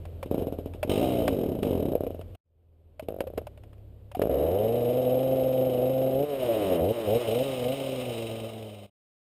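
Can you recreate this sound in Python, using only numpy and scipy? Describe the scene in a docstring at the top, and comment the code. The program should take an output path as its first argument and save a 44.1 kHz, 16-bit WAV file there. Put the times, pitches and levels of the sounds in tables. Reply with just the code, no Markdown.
"""A low hum like distant machinery comes first, with small clacks from the starter of a two-stroke chainsaw,
pull-started on the ground of a log yard. Spinning the crank makes it chuff; it fires for a second and dies.
On a later pull it catches, runs fast, is blipped several times as it is lifted, and fades away rattling.
Exhaust puffs and tones follow a crank angle, noise bursts make gas and rattle, and decaying sines ring the metal."""
import sys
import numpy as np
from scipy import signal
from scipy.fft import rfft, irfft
from scipy.io import wavfile
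from scipy.ndimage import uniform_filter1d

SR = 44100
rng = np.random.default_rng(int(sys.argv[2]) if len(sys.argv) > 2 else 0)


def unload_wav(signal):
    """Save mono or channel-first audio to the path in sys.argv[1] as 16-bit WAV at rate SR, clipped to [-1, 1]."""
    wavfile.write(
        sys.argv[1],
        SR,
        np.round(np.clip(np.atleast_2d(signal).T, -1, 1) * 32767).astype(np.int16),
    )


N = 409240
TIME = np.arange(N) / SR

# tone colour of the warm muffler: frequency_hz, relative level_db
HOT_MUFFLER_COLOUR = [(25, -20.5), (60, 0), (130, -3), (260, 1), (380, 6.5), (520, 10), (640, 8), (780, -5),
                      (950, -20), (1200, -21), (1600, -26), (3000, -49), (6000, -71)]
# tone colour of the rattling metal parts: frequency_hz, relative level_db
METAL_COLOUR = [(200, -35), (600, 12), (900, -5.5), (1400, -13), (1850, -18.5), (2200, -7.5), (3000, 0),
                (3420, -8.5), (3850, -5.5), (4400, -21.5), (5150, -11.5), (6000, -25)]
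# tone colour of knocks on the housing: frequency_hz, relative level_db
HOUSING_COLOUR = [(200, -30.5), (700, 4.5), (1250, -4), (1900, -10.5), (2600, -3.5), (3300, -10.5),
                  (4400, -20), (5200, -17.5), (6000, -26.5)]
# stray charges that light with a pop: start_s, relative pop level_db, relative crack level_db
STRAY_POPS = [(1.934, -17, -60), (1.953, -10.5, -30.5), (1.978, -26.5, -59), (3.086, -17, -29),
              (3.206, -15.5, -22), (3.378, -15.5, -30), (4.218, -38, -24)]
# the engine catches and runs down: start_s, end_s, relative exhaust level_db, relative clatter level_db
FALSE_CATCHES = [(0.895, 1.627, -26, -35), (1.624, 1.93, -28, -45.5)]
# spells of throttle: opens_s, shuts_s, opening (0-1), relative level_db, relative third order level_db
THROTTLE_SPELLS = [(4.266, 6.127, 1, -4, -13), (6.133, 6.245, 1, -1.5, -1.5), (6.811, 6.923, 0.89, 1, -3),
                   (7.074, 7.179, 0.96, 0, -9), (7.276, 7.425, 1, -2.5, -8), (7.416, 7.62, 0.4, -1, -3),
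                   (7.619, 7.744, 1, -2, -15), (7.758, 8.92, 0.6, -2.5, -1.5)]
RUN_START_S, RUN_END_S = 4.2945, 8.9


def from_db(db):
    """Turn decibels into a plain multiplier."""
    return 10 ** (np.asarray(db) / 20)


def rms_one(x):
    """Scale a sound to an average power of 1."""
    return x / np.sqrt(np.mean(x ** 2) + 1e-20)


def in_time(rows):
    """Draw straight lines between table rows, giving each column a value at every sample."""
    seconds, *columns = np.transpose(rows)
    return [np.interp(TIME, seconds, column) for column in columns]


def between(start, end):
    """Give 1 between two times and 0 elsewhere, with short ramps."""
    gate = (TIME >= start) & (TIME < end)
    return uniform_filter1d(gate * 1., size=128)


def since(times):
    """Seconds since the latest of these moments; a long time before the first."""
    times = np.concatenate([[-10], times])
    latest = np.searchsorted(times, TIME, side="right") - 1
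    return TIME - times[latest]


def drift(rate):
    """A wandering random value of spread 1, with this many random points per second."""
    points = rng.standard_normal(8192)
    return rms_one(np.interp(TIME * rate, np.arange(8192), points))


def log_response(colour, size=8192):
    """Frequencies and complex log gain of a body that responds as promptly as its colour allows."""
    hz = np.arange(size // 2 + 1) * SR / size
    knots, db = np.transpose(colour)
    gain = from_db(np.interp(np.log(hz + 1), np.log(knots), db))
    # folding the cepstrum forward gives the minimum-phase response
    cepstrum = irfft(np.log(gain))
    cepstrum[1:size // 2] *= 2
    cepstrum[size // 2 + 1:] = 0
    return hz, rfft(cepstrum)


def through(x, colour):
    """Pass a sound through a body; a unit click comes out with a peak of 1."""
    _, log_gain = log_response(colour)
    pulse = irfft(np.exp(log_gain))
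    return signal.fftconvolve(x, pulse / np.abs(pulse).max())[:N]


def ring(x, hz, t60):
    """Clicks set a sine ringing, which falls by 60 dB in t60 seconds."""
    decay = from_db(-60 / (t60 * SR))
    step = 2 * np.pi * hz / SR
    return signal.lfilter([0, np.sin(step)], [1, -2 * decay * np.cos(step), decay * decay], x + 1e-18)


def clicks(at, heights):
    """Place single-sample clicks at the given sample numbers."""
    return np.bincount(np.asarray(at, int), heights, N)[:N]


def evened(x, span_s=0.81):
    """Hold the short-term power close to 1."""
    power = uniform_filter1d(x ** 2, size=int(span_s * SR))
    return x / np.sqrt(np.abs(power) + np.mean(x ** 2) / 1000)


def burst(hits, decay_s, rise_s=0.0033):
    """Noise that swells at each hit and dies away."""
    fall, rise = np.exp(-1 / (decay_s * SR)), np.exp(-1 / (rise_s * SR))
    swell = signal.lfilter([1 - rise], [1, -fall - rise, fall * rise], hits + 1e-18)
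    return swell * rng.standard_normal(N)


def revolutions(speed, start, end):
    """Crank angle in turns, and the samples at which each turn begins."""
    turns = np.cumsum(speed * (TIME >= start) * (TIME < end)) / SR
    return turns, np.flatnonzero(np.diff(np.ceil(turns)) > 0)


def yard(first_db=-10, air_db=-11):
    """Distant machinery: three low multiples of a shaft's speed over a dull rush of noise."""
    # distant machinery: start_s, shaft pitch_hz, relative level_db, share of the third order (0-1)
    machinery = [(0, 41.8, -34, .05), (2.35, 43.97, -36, .05), (2.44, 40.5, -69.5, .05),
                 (2.6, 41.26, -56.5, .1), (2.9, 39.9, -49.5, .1), (3.4, 41, -37.5, .2),
                 (3.5, 33.5, -41, .75), (4.2, 33.9, -43.5, .8), (4.5, 33.2, -76.5, .8),
                 (8.87, 33.2, -82.5, .8)]
    # tone colour of the rush: frequency_hz, relative level_db
    rush_colour = [(25, -6.5), (100, 4), (200, -9.5), (550, -10), (900, -27), (1800, -37.5), (3000, -33.5),
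                   (6000, -48.5)]
    shaft_hz, db, third = in_time(machinery)
    angle = 2 * np.pi * np.cumsum(shaft_hz) / SR
    third = np.clip(third, 0, 1)
    hum = from_db(first_db) * np.sin(angle)
    hum = hum + np.sqrt(1 - third ** 2) * np.sin(2 * angle) + third * np.sin(3 * angle)
    rush = rms_one(through(rng.standard_normal(N), rush_colour))
    return from_db(db) * (0.64 * hum + from_db(air_db) * rush)


def knocks(rattle_db=-9, housing_db=7, swell_s=0.0038):
    """The starter pawls catch with a short rattle, and the housing gives a hollow knock."""
    # starter and housing knocks: start_s, relative rattle level_db, ring pitch_hz, relative ring level_db
    knock_rows = [(.0523, -43.5, 590, -50), (.2279, -33.5, 536, -36), (.7356, -44.5, 606, -55),
                  (.829, -26.5, 607, -26), (1.278, -23.5, 577, -24.5), (1.6297, -30.5, 490, -43),
                  (1.953, -44, 490, -30), (2.0657, -44.5, 477, -28), (2.2115, -44.5, 670, -49),
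                  (2.3486, -50, 682, -53), (2.9947, -39.5, 626, -36.5), (3.0847, -42.5, 502, -33),
                  (3.2048, -32, 565, -33.5), (3.2715, -44, 535, -35), (3.3766, -33.5, 467, -29.5),
                  (3.4681, -42.5, 590, -42.5), (3.5746, -51, 597, -54), (3.635, -52, 592, -73),
                  (3.73, -54.5, 551, -61), (3.78, -65, 593, -72), (4.115, -44, 580, -49),
                  (4.1482, -38, 728, -32.5), (4.218, -28.5, 447, -24)]
    s, db, ring_hz, ring_db = np.transpose(knock_rows)
    hits = clicks(s * SR, from_db(db + rattle_db))
    rattle = through(burst(hits, decay_s=0.0054, rise_s=0.00043), HOUSING_COLOUR)
    housing = np.zeros(N)
    age = np.arange(4096) / SR
    swell = age / swell_s * np.exp(1 - age / swell_s)   # peaks at 1 after swell_s
    for start, hz, level in zip((s * SR).astype(int), ring_hz, ring_db):
        housing[start:start + len(age)] += from_db(level + housing_db) * swell * np.sin(2 * np.pi * hz * age)
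    return rattle + housing


def cracks():
    """Each pop starts with a dry crack from the housing, at its own level."""
    s, _, db = np.transpose(STRAY_POPS)
    return through(clicks(s * SR, from_db(db)), HOUSING_COLOUR)


def clatter(jolts, steady=0.49, ring_db=-1, running_db=4.5):
    """Every jolt of the crank shakes chain and clutch against the ringing bar; after a false catch it settles."""
    # chain and clutch clatter while running: start_s, relative level_db
    clatter_level = [(4.3, -51), (4.31, -54), (4.85, -50), (6.29, -51), (6.45, -45), (6.76, -44),
                     (6.79, -50.5), (7.22, -41.5), (8.21, -44), (8.86, -57)]
    # ring of the bar and cooling fins: pitch_hz, relative level_db, time to fall 60 dB (s)
    bar_modes = [(1228, -21, 0.58), (2190, -21.5, 0.087), (3086, -21, 0.09), (3830, -24, 0.2)]
    jolt_decay_s, settle_db_per_s = .009, 27.5
    loose = steady * from_db(1.3 * drift(70)) * rng.standard_normal(N)
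    shake = evened(burst(jolts, jolt_decay_s, rise_s=0.0015) + loose, span_s=0.18)
    bar = sum(from_db(mode_db) * rms_one(ring(shake, hz, t60)) for hz, mode_db, t60 in bar_modes)
    level = from_db(in_time(clatter_level)[0] + running_db) * between(RUN_START_S, RUN_END_S)
    for start, end, _, db in FALSE_CATCHES:
        settling_db = db - settle_db_per_s * np.maximum(TIME - start, 0)
        level = level + from_db(settling_db) * between(start, end)
    return level * (rms_one(through(shake, METAL_COLOUR)) + from_db(ring_db) * bar)


def cold_exhaust(puffs, gas_db, gas_s):
    """Each puff thumps the muffler, rings its can and trails a rush of gas."""
    # tone colour of the cold muffler: frequency_hz, relative level_db
    cold_colour = [(25, -49), (45, -16), (85, -4), (170, -8), (260, -4.5), (340, -4), (470, -4), (600, -26),
                   (750, -20.5), (950, -26.5), (1400, -47.5), (3000, -49.5), (6000, -55.5)]
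    # ring of the muffler can after a puff: pitch_hz, relative level_db, time to fall 60 dB (s)
    can_modes = [(279.1, -18.5, 0.38), (407, -44, .09), (505, -32, 0.049), (645, -47, .09)]
    can = sum(from_db(db) * ring(puffs, hz, t60) for hz, db, t60 in can_modes)
    gas = through(from_db(gas_db) * burst(puffs, gas_s), HOT_MUFFLER_COLOUR)
    return through(puffs, cold_colour) + can + gas


def strokes():
    """List time (s), relative level (dB) and sharpness (0-1) of each lone stroke of the piston."""
    # heaves of the piston as the starter cord tugs it over compression: start_s, relative level_db
    heaves = [(.26, -26.5), (0.397, -24.5), (0.748, -30), (0.849, -23), (.877, -23.5), (3.026, -32.5),
              (4.17, -26)]
    # spins of the crank without running: first stroke start_s, end_s, first gap_s,
    # growth of the gap (multiplier), relative level_db, loss per stroke_db, sharpness (0-1)
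    spins = [(.313, .7, .0315, 1.148, -12.5, 1.3, .25), (2.007, 2.23, .029, 1.125, -14.5, 2.3, .7),
             (3.105, 3.45, .018, 1.087, -25, .5, .95), (4.195, 4.282, .022, .91, -11.5, .7, .8)]
    rows = [(s, db, 0) for s, db in heaves]
    rows += [(s, db, .9) for s, db, _ in STRAY_POPS]
    for s, end, gap, growth, db, loss_db, sharp in spins:
        while s < end:
            rows.append((s, db, sharp))
            s += gap
            gap = max(gap * growth, .01)
            db -= loss_db
    return np.transpose(rows)


def chuffs(pawl_db=-44, pop_gas_db=-34):
    """Lone strokes: dull when only pumping air, sharper when the charge lights; duller ones strain the starter."""
    pawl_lead_s = 0.0065   # the starter strains just before each puff
    s, db, sharp = strokes()
    sharp = np.clip(sharp, 0, 1)
    dull_heights = from_db(db) * (1 - sharp)
    dull_puffs = clicks(s * SR, dull_heights)
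    sharp_puffs = clicks(s * SR, from_db(db) * sharp)
    pop_gas = from_db(pop_gas_db) * burst(sharp_puffs, decay_s=0.011)
    pops = through(sharp_puffs + pop_gas, HOT_MUFFLER_COLOUR)
    strains = clicks((s - pawl_lead_s) * SR, np.sqrt(dull_heights))
    pawls = from_db(pawl_db) * through(burst(strains, decay_s=0.008, rise_s=0.0097), METAL_COLOUR)
    return cold_exhaust(dull_puffs, gas_db=-32.5, gas_s=0.031) + pops + pawls


def false_start(puff_db=-3.0, ports_db=6, swing_decay=0.2):
    """The engine fires slowly and runs down twice; gas swings on in the ports, in step with the crank."""
    # crank speed in the false start: start_s, revolutions per s
    sputter_speed = [(.896, 47.7), (.98, 50.2), (1.02, 66.6), (1.17, 60.3), (1.28, 56.7), (1.45, 38.8),
                     (1.62, 21.6), (1.64, 54.6), (1.78, 41.4), (1.93, 26.7)]
    # ringing of the gas in the ports: multiple of the crank speed, relative level_db
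    port_tones = [(5.0, -14), (8.6, -9), (10.8, -12.5)]
    kick_db, kick_s = 3, 0.084   # extra level of the first firings, and how fast it fades
    speed, = in_time(sputter_speed)
    turns, at = revolutions(speed, .8945, 1.925)
    late = rng.normal(0, 12, len(at))   # samples early or late
    puffs = clicks(at + late, from_db(rng.standard_normal(len(at))))
    exhaust = evened(cold_exhaust(puffs, gas_db=-33, gas_s=0.026))
    stroke = turns % 1
    ports = 0
    for multiple, port_db in port_tones:
        wobble = .045 * multiple * drift(45)
        ports = ports + from_db(port_db) * np.sin(2 * np.pi * multiple * stroke + wobble)
    ends_faded = np.minimum(20 * np.minimum(stroke, 1 - stroke), 1)   # no jump between turns
    ports *= np.exp(-swing_decay * stroke) * ends_faded * (speed / 60) ** 0.79
    level = sum(from_db(db) * between(start, end) for start, end, db, _ in FALSE_CATCHES)
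    kick = from_db(kick_db * np.exp(-since([row[0] for row in FALSE_CATCHES]) / kick_s))
    swinging = from_db(ports_db) * ports * between(0.97, 1.92)
    return level * kick * (from_db(puff_db) * exhaust + swinging), puffs


def throttle_hand():
    """Opening, extra dB and third-order dB of the spells of throttle at every sample."""
    move_s = 0.02   # time the throttle takes to move
    held = 0
    for opens, shuts, *values in THROTTLE_SPELLS:
        held = held + np.outer(values, (TIME >= opens) & (TIME < shuts))
    # smooth along time only: each row is one setting
    opening, db, third_db = uniform_filter1d(held * 1., size=int(move_s * SR))
    return np.clip(opening, 0, 1), db, third_db


def exhaust_note(angle, speed, note, away_db, third_db, smear, waver_db):
    """Twelve wavering multiples of the firing rate; higher ones leave the can later and smear each puff."""
    bass_follows = .5   # share of the moving-away loss in the two lowest orders
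    hz, muffler = log_response(HOT_MUFFLER_COLOUR)
    note_hz, note_db = np.transpose(note)
    out = 0
    for k in range(1, 13):
        db = np.interp(k * speed, note_hz, note_db) + away_db * (bass_follows if k <= 2 else 1)
        db = db + third_db * (k == 3)
        db = db + waver_db * drift(30)
        phase = np.interp(k * speed, hz, muffler.imag) - smear * k * k
        out = out + from_db(db) * np.cos(k * angle + phase)
    return np.sqrt(2) * out


def drive_whine(angle, speed, throttle):
    """High orders of crank and chain drive glide with the speed and stand out when the engine coasts slowly."""
    # strength of the whine by its frequency: frequency_hz, relative level_db
    whine_colour = [(600, -9), (850, 8), (1150, 3.5), (1500, -5.5), (1900, -3), (2600, -5.5), (3200, -23),
                    (4000, -17)]
    coasting_db, throttle_db = -48.5, -9   # level when coasting, and its change under full throttle
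    knee_rev_per_s, db_per_rev = 112, -0.2069   # above the knee it fades with each extra rev/s
    hz, db = np.transpose(whine_colour)
    orders = 0
    for k in range(7, 35):
        phase = k * angle + rng.uniform(0, 2 * np.pi)
        orders = orders + np.interp(k * speed, hz, from_db(db)) * np.cos(phase.astype(np.float32))
    level_db = coasting_db + throttle_db * throttle + db_per_rev * np.maximum(speed - knee_rev_per_s, 0)
    return from_db(level_db) * evened(orders)


def running(coast_db_per_octave=2, coast_rasp_db=0, rasp_db_per_octave=-4, uneven_db=1.46):
    """Turns fire or only pump air; misfires make the fast note burble, and gas rasps, most at low speed."""
    # speed of the running engine: start_s, revolutions per s
    run_speed = [(4.29, 64), (4.42, 72.5), (4.6, 105), (4.75, 119.9), (4.88, 120.4), (4.99, 128.1),
                 (5.08, 125.3), (5.25, 131.8), (5.68, 128.8), (5.78, 123.9), (5.92, 131.4), (6.15, 131.5),
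                 (6.26, 150), (6.5, 115.7), (6.82, 78.5), (6.935, 122.5), (7.09, 100.3), (7.19, 125),
                 (7.3, 106.5), (7.45, 139), (7.64, 120.1), (7.75, 139), (8.07, 123.4), (8.15, 114.5),
                 (8.6, 110.6), (8.86, 99.9)]
    # the muffler is turned aside and carried off: start_s, relative level_db
    carried_off = [(4.3, 5), (6.8, 2.5), (7.3, 2.5), (7.9, -3), (8.3, -6.5), (8.6, -11.5), (8.86, -23.5)]
    # strength of an exhaust order with a burning charge: frequency_hz, relative level_db
    fired_colour = [(70, -29), (130, -35), (190, -40), (260, -32.5), (380, -35.5), (450, -27), (520, -25.5),
                    (630, -33), (760, -41), (890, -54), (1050, -77.5), (1600, -70.5)]
    # the same with air only: frequency_hz, relative level_db
    coasting_colour = [(80, -40), (130, -39.5), (230, -39), (340, -34), (460, -33.5), (580, -28),
                       (690, -36.5), (820, -60), (1050, -66.5), (1600, -65.5)]
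    fast_rev_per_s, power_db_per_octave = 125, 5.5   # a fired stroke grows louder with speed
    misfire_gap_s, misfire_depth = .042, 0.83   # a charge lights poorly at nearly even intervals
    sag_db, sag_s = 12.5, 0.22   # the exhaust sags when the throttle shuts, then recovers
    wobble_turns, throttle_steadies = .011, .35   # crank jitter, and the share firing takes away
    rough_db, gas_db, gas_decay_s = -40.5, -36.5, .012   # uneven puffs and rushing gas
    firing_rasp_db = -3.5   # a firing engine rasps less
    steady_jolt, misfire_jolt = .22, 1.25   # how hard a plain stroke and a misfire shake the chain

    (speed,), (away_db,) = in_time(run_speed), in_time(carried_off)
    throttle, push_db, third_db = throttle_hand()
    octaves = np.log2(speed / fast_rev_per_s)
    turns, at = revolutions(speed, RUN_START_S, RUN_END_S)

    gaps = misfire_gap_s * rng.normal(1, .08, 130)
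    miss_s = RUN_START_S + np.cumsum(gaps) - misfire_gap_s
    missed = np.isin(np.arange(len(at)), np.searchsorted(at, miss_s * SR))
    burble = np.minimum(speed[at] / fast_rev_per_s, 1) ** 2   # misfires matter less at low speed
    burning = 1 - np.clip(misfire_depth, 0, 1) * burble * missed
    lit = throttle * np.interp(np.arange(N), at + 130, burning)
    strength = from_db(uneven_db * rng.standard_normal(len(at)))

    wobble = wobble_turns * (1 - throttle_steadies * throttle) * drift(70)
    angle = 2 * np.pi * (turns + wobble)
    sag = from_db(-sag_db * np.exp(-since([row[1] for row in THROTTLE_SPELLS]) / sag_s))
    fired = exhaust_note(angle, speed, fired_colour, away_db, third_db, smear=0.412, waver_db=0.53)
    fired = from_db(push_db + power_db_per_octave * octaves) * fired
    coasting = exhaust_note(angle, speed, coasting_colour, away_db, 0, smear=0.513, waver_db=3)
    coasting = sag * from_db(coast_db_per_octave * octaves) * coasting
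    note = np.interp(np.arange(N), at, strength) * (lit * fired + (1 - lit) * coasting)

    uneven_puffs = clicks(at, rng.choice([-1, 1], len(at)))
    rough = from_db(rough_db) * evened(through(uneven_puffs, HOT_MUFFLER_COLOUR))
    rush = burst(clicks(at, strength), gas_decay_s)
    gas = from_db(gas_db) * evened(through(rush, HOT_MUFFLER_COLOUR))
    rasp_level = throttle * from_db(firing_rasp_db) + (1 - throttle) * sag * from_db(coast_rasp_db)
    rasp = (rough + gas) * from_db(rasp_db_per_octave * octaves) * rasp_level

    sound = note + from_db(away_db) * (rasp + drive_whine(angle, speed, throttle))
    jolts = clicks(at, steady_jolt + misfire_jolt * missed * throttle[at])
    return sound * between(RUN_START_S, RUN_END_S), jolts


def scene():
    """Add the saw and the yard; the whole sound drops out once and ends abruptly."""
    # level of the whole sound: start_s, level_db
    fader = [(0, 0), (2.356, 0), (2.364, -35), (2.43, -35), (2.46, 0), (8.862, 0), (8.868, -17),
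             (8.895, -19), (8.91, -90)]
    sputter, puffs = false_start()
    engine, jolts = running()
    saw = chuffs() + cracks() + sputter + engine + knocks() + clatter(2.7 * puffs + jolts)
    return ((saw + yard()) * from_db(in_time(fader)[0]))[None]


def record(dry):
    """Samples are held at a low rate, which mirrors the sound into a glassy treble; the top is cut."""
    hold_hz, cutoff_hz = 12000, 15500
    band = signal.sosfilt(signal.butter(12, 5850, fs=SR, output="sos"), dry)
    mirrored = band * (1 + 2 * np.cos(2 * np.pi * hold_hz * TIME))
    hz = np.arange(N // 2 + 1) * SR / N
    held = irfft(rfft(mirrored) * np.sinc(hz / hold_hz), N)   # holding dulls the treble
    return signal.sosfilt(signal.ellip(10, .3, 80, cutoff_hz, fs=SR, output="sos"), held)


dry = scene()
out = record(dry)
unload_wav(out)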